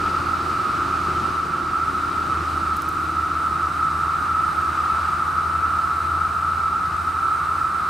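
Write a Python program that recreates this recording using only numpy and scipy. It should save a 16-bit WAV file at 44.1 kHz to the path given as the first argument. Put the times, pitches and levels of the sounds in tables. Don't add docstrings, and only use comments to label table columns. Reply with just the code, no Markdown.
import sys
import numpy as np
from scipy import signal
from scipy.fft import rfft, irfft, next_fast_len
from scipy.io import wavfile
from scipy.ndimage import map_coordinates

SR = 44100
rng = np.random.default_rng(int(sys.argv[2]) if len(sys.argv) > 2 else 0)


def waveform_to_disk(signal):
    frames = np.transpose(np.atleast_2d(signal))
    scaled = np.clip(frames, -1, 1) * 32767
    samples = np.round(scaled).astype(np.int16)
    wavfile.write(sys.argv[1], SR, samples)


N = 347949
CLOCK = np.arange(N) / SR

# (time [s], level [dB])
CHORUS_LEVEL = [(0, -23.5), (0.85, -23.0), (1.6, -24.5), (2.55, -23.0), (2.85, -25.5), (3.7, -23.0),
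                (5.05, -22), (6.3, -23.0), (6.8, -23.5), (7.89, -22.5)]


def amp(db):
    return 10 ** (np.asarray(db) / 20)


def unit(x):
    return x / np.sqrt(np.mean(x ** 2) + 1e-20)


def along(points, hz):
    f, v = np.transpose(points)
    return np.interp(np.log(hz + 1), np.log(f + 1), v)


def curves(rows):
    s, *columns = np.transpose(rows)
    return [np.interp(CLOCK, s, column) for column in columns]


def wobble(rate, t):
    knots = rng.standard_normal(int(t[-1] * rate) + 4)
    return map_coordinates(knots, [t * rate])


def swell(t, s, rise_s, fall_s):
    width_s = np.where(t < s, rise_s, fall_s)
    return np.exp(-.5 * ((t - s) / width_s) ** 2)


def tone(hz):
    cycles = np.cumsum(hz) / SR
    return np.sin(2 * np.pi * (cycles + rng.random()))


def filtered(x, response):
    m = next_fast_len(N + SR // 2)
    gain = response(np.fft.rfftfreq(m, 1 / SR))
    return irfft(rfft(x, m) * gain, m)[..., :N]


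def spread(pair, pan_db):
    # (frequency [Hz], coherence [0 to 1])
    coherence = [(30, 0.84), (80, 0.97), (180, 0.99), (330, 0.88), (700, .83), (1300, 0.83), (5000, 0.91),
                 (9000, 0.93), (11000, 0.71), (11600, .995)]

    def mid_side(hz):
        angle = np.arccos(np.clip(along(coherence, hz), -1, 1)) / 2
        return np.array([np.cos(angle), np.sin(angle)])

    mid, side = filtered(pair, mid_side)
    pan = amp([[pan_db / 2], [-pan_db / 2]])
    return unit(np.array([mid + side, mid - side]) * pan)


def rush(spectrum, pan_db):
    noise = rng.standard_normal((2, N))
    return spread(filtered(noise, lambda hz: amp(along(spectrum, hz))), pan_db)


def whine(hz=3016, level_db=-63, drift_hz=4):
    return amp(level_db) * unit(tone(hz + drift_hz * wobble(15, CLOCK)))


def rasp(level_db=-52, loudest_s=.2, half_s=0.54):
    # (frequency [Hz], density [dB per Hz])
    spectrum = [(3000, -30), (4100, -4), (4600, 0), (5100, -10), (6000, -30)]
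    return amp(level_db) * swell(CLOCK, loudest_s, half_s, half_s) * rush(spectrum, pan_db=.5)


def road(screened_s=0.11):
    # (frequency [Hz], density [dB per Hz])
    rumble_spectrum = [(20, -17), (35, -8), (53, -2.5), (66, -5), (95, -1), (150, 0.5), (200, -0.5),
                       (255, -5.5), (350, 0), (430, -7.5), (540, -14), (900, -13.5), (2000, -58)]
    tyre_spectrum = [(150, -14), (500, -0.5), (900, 4.5), (1900, -0.5), (2550, 0.5), (3200, -5),
                     (4700, -6.5), (6200, -12), (8000, -17.5), (15000, -39)]
    # (loudest at [s], approach [s], rumble level [dB], tyre level [dB])
    passes = [(.05, .4, -35.5, -40), (1.25, 1, -38.5, -41), (2.55, .45, -38, -43), (5.05, 0.47, -50, -43)]
    rumble = amp(-37 - .55 * CLOCK)
    tyres = amp(-39 - .5 * CLOCK)
    for s, approach_s, rumble_db, tyre_db in passes:
        nearness = swell(CLOCK, s, approach_s, screened_s)
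        rumble = np.hypot(rumble, amp(rumble_db) * nearness)
        tyres = np.hypot(tyres, amp(tyre_db) * nearness)
    return rumble * rush(rumble_spectrum, pan_db=1.5) + tyres * rush(tyre_spectrum, pan_db=1.0)


def far_notes(drift_hz=3, waver_db=1.5, pan_db=4.5):
    # (loudest at [s], standard deviation of the swell [s], pitch [Hz], level before panning [dB])
    hums = [(.8, 0.99, 341.4, -43.5), (1.18, 0.78, 368, -42.5), (2.6, 1.07, 313.3, -45.5),
            (3.4, 1.95, 335.2, -48.5), (6.1, .8, 685, -52.5)]
    notes = np.zeros(N)
    for s, half_s, hz, db in hums:
        level = swell(CLOCK, s, half_s, half_s) * amp(db + waver_db * wobble(5.07, CLOCK))
        notes += level * unit(tone(hz + drift_hz * wobble(9, CLOCK)))
    return notes * amp([[pan_db / 2], [-pan_db / 2]])


def overtones(hz, orders, waver_db, drift_hz):
    total = np.zeros(N)
    for multiple, db, fade in orders:
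        level = amp(db - fade * CLOCK + waver_db * wobble(5, CLOCK))
        total += level * unit(tone(multiple * hz + drift_hz * wobble(7, CLOCK)))
    return total


def low_engine(loudest_s=5.7, half_s=3.4, level_db=-45.5, rate_hz=70.9, sag_hz_per_s=.8):
    # (multiple of the firing rate, level at the start [dB], fade [dB per s])
    orders = [(2, -0.5, .7)]
    firing_hz = rate_hz - sag_hz_per_s * (CLOCK - loudest_s)
    hum = unit(tone(firing_hz))
    upper = overtones(firing_hz, orders, waver_db=-0.5, drift_hz=1.15)
    return amp(level_db) * swell(CLOCK, loudest_s, half_s, half_s) * (hum + upper)


def near_engine(slowest_hz=79.27, slowest_s=2.8, throb_db=1.5, dulling_db_per_s=0.6):
    # (time [s], level [dB])
    hum_level = [(0, -38), (1.2, -38), (1.5, -43.5), (2.1, -39.5), (2.35, -35), (2.9, -37.0), (4.9, -38.5),
                 (6.5, -36.5), (7.89, -45)]
    # (time [s], standard deviation [s], depth [dB])
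    dip = (0.62, 0.043, 12)
    # (multiple of the firing rate, level at the start [dB], fade [dB per s])
    orders = [(2, -10, 0.36), (3, -19.5, 1), (3.5, -5.5, 1.74)]
    bend = np.where(CLOCK < slowest_s, 0.296, .235)
    firing_hz = slowest_hz + bend * (CLOCK - slowest_s) ** 2
    level_db, = curves(hum_level)
    dip_s, half_s, depth_db = dip
    dip_db = depth_db * swell(CLOCK, dip_s, half_s, half_s)
    hum = amp(level_db + throb_db * wobble(6, CLOCK) - dip_db) * unit(tone(firing_hz))
    upper = overtones(firing_hz, orders, waver_db=2.0, drift_hz=0.77)
    upper_db = level_db.mean() - dulling_db_per_s * (CLOCK - CLOCK.mean())
    return hum + amp(upper_db) * upper


def engines():
    return near_engine() + low_engine() + far_notes()


def wings(rustle_db=-57, grain_db=4, middle_s=2.96, half_s=.11, t60=.017, attack_s=.0004):
    # (time [s], level before attack and colouring [dB])
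    flicks = [(2.7403, -41), (2.7648, -30), (2.769, -30), (2.8196, -27), (2.8885, -27), (2.925, -44),
              (3.0005, -42)]
    # (frequency [Hz], gain [dB])
    spectrum = [(2000, -30), (4500, -8), (6300, 0), (9000, -3.5), (12000, 0), (14000, -3), (15800, -9)]
    rustle = amp(rustle_db + grain_db * wobble(350, CLOCK))
    contact = rustle * swell(CLOCK, middle_s, half_s, half_s)
    t = np.arange(SR // 20) / SR
    for s, db in flicks:
        snap = amp(db - 60 * t / t60) * (1 - np.exp(-t / attack_s))
        contact[round(s * SR):][:len(t)] += snap
    return filtered(contact * rng.standard_normal(N), lambda hz: amp(along(spectrum, hz)))


def hiss(level_db=-50, follows=.4, flutter_db=0.46):
    # (frequency [Hz], density [dB per Hz])
    spectrum = [(2800, -30), (3400, -6), (3850, 8.5), (4500, -2), (7000, -6), (8000, 1.5), (9100, -0.5),
                (10200, -6), (11150, -9), (11450, -5.5), (13400, -11), (14800, -27), (15700, -29)]
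    # (time [s], standard deviation [s], depth [dB])
    lulls = [(1.58, .15, 2.2), (6.72, .12, 1.2)]
    song_db, = curves(CHORUS_LEVEL)
    lull_db = sum(db * swell(CLOCK, s, half_s, half_s) for s, half_s, db in lulls)
    hiss_db = level_db + follows * (song_db - song_db.mean()) - lull_db
    return amp(hiss_db + flutter_db * wobble(12, CLOCK)) * rush(spectrum, pan_db=-0.3)


def woods(x, t60):
    t = np.arange(SR // 2) / SR
    tails = rng.standard_normal((2, len(t))) * amp(-60 * t / t60)
    sounding = np.pad(x, (len(t) - 1, 0), mode="reflect")
    return signal.fftconvolve(sounding[None], tails, mode="valid", axes=1)


def singer(pitch_hz, phrase_s, start, waver, wander, droop):
    t = np.linspace(0, N / SR, num=4000)
    stage = (t / phrase_s + start) % 1
    loud = np.interp(stage, [0, .1, .8, .9], [0, 1, 1, 0])
    sag = np.interp(stage, [.75, .9], [0, 1])
    hz = pitch_hz * (1 + waver * wobble(25, t) + wander * wobble(2, t) - droop * sag)
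    pitch, level = curves(np.transpose([t, hz, loud]))
    return level * tone(pitch)


def chorus(count=40, centre_hz=1303, scatter_hz=32, near_db=-3, far_db=-1.5):
    # (frequency [Hz], density [dB per Hz])
    far_spectrum = [(450, -47.5), (680, -28.5), (860, -20.5), (1020, -21.5), (1130, -10.5), (1220, -5),
                    (1270, -4), (1320, -1.5), (1400, -8), (1540, -20), (1800, -28), (2150, -34.5),
                    (2550, -36), (3300, -59.5)]
    rank = (np.arange(count) + .5) / count
    pitches = centre_hz + scatter_hz * np.log(rank / (1 - rank)) / 2
    near = np.zeros((2, N))
    for tree in rng.permutation(pitches).reshape(10, -1):
        song = sum(singer(hz, rng.uniform(2, 3.5), rng.random(), waver=0.004988, wander=.008, droop=.12)
                   for hz in tree)
        near += woods(song, t60=0.35)
    level_db, = curves(CHORUS_LEVEL)
    voices = amp(near_db) * spread(near, pan_db=-2)
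    far_crowd = amp(far_db) * rush(far_spectrum, pan_db=-0.4)
    return amp(level_db) * (voices + far_crowd)


def scene():
    return whine() + rasp() + road() + engines() + wings() + hiss() + chorus()


def record(dry, top_hz=15750):
    return filtered(dry, lambda hz: hz < top_hz)


dry = scene()
out = record(dry)
waveform_to_disk(out)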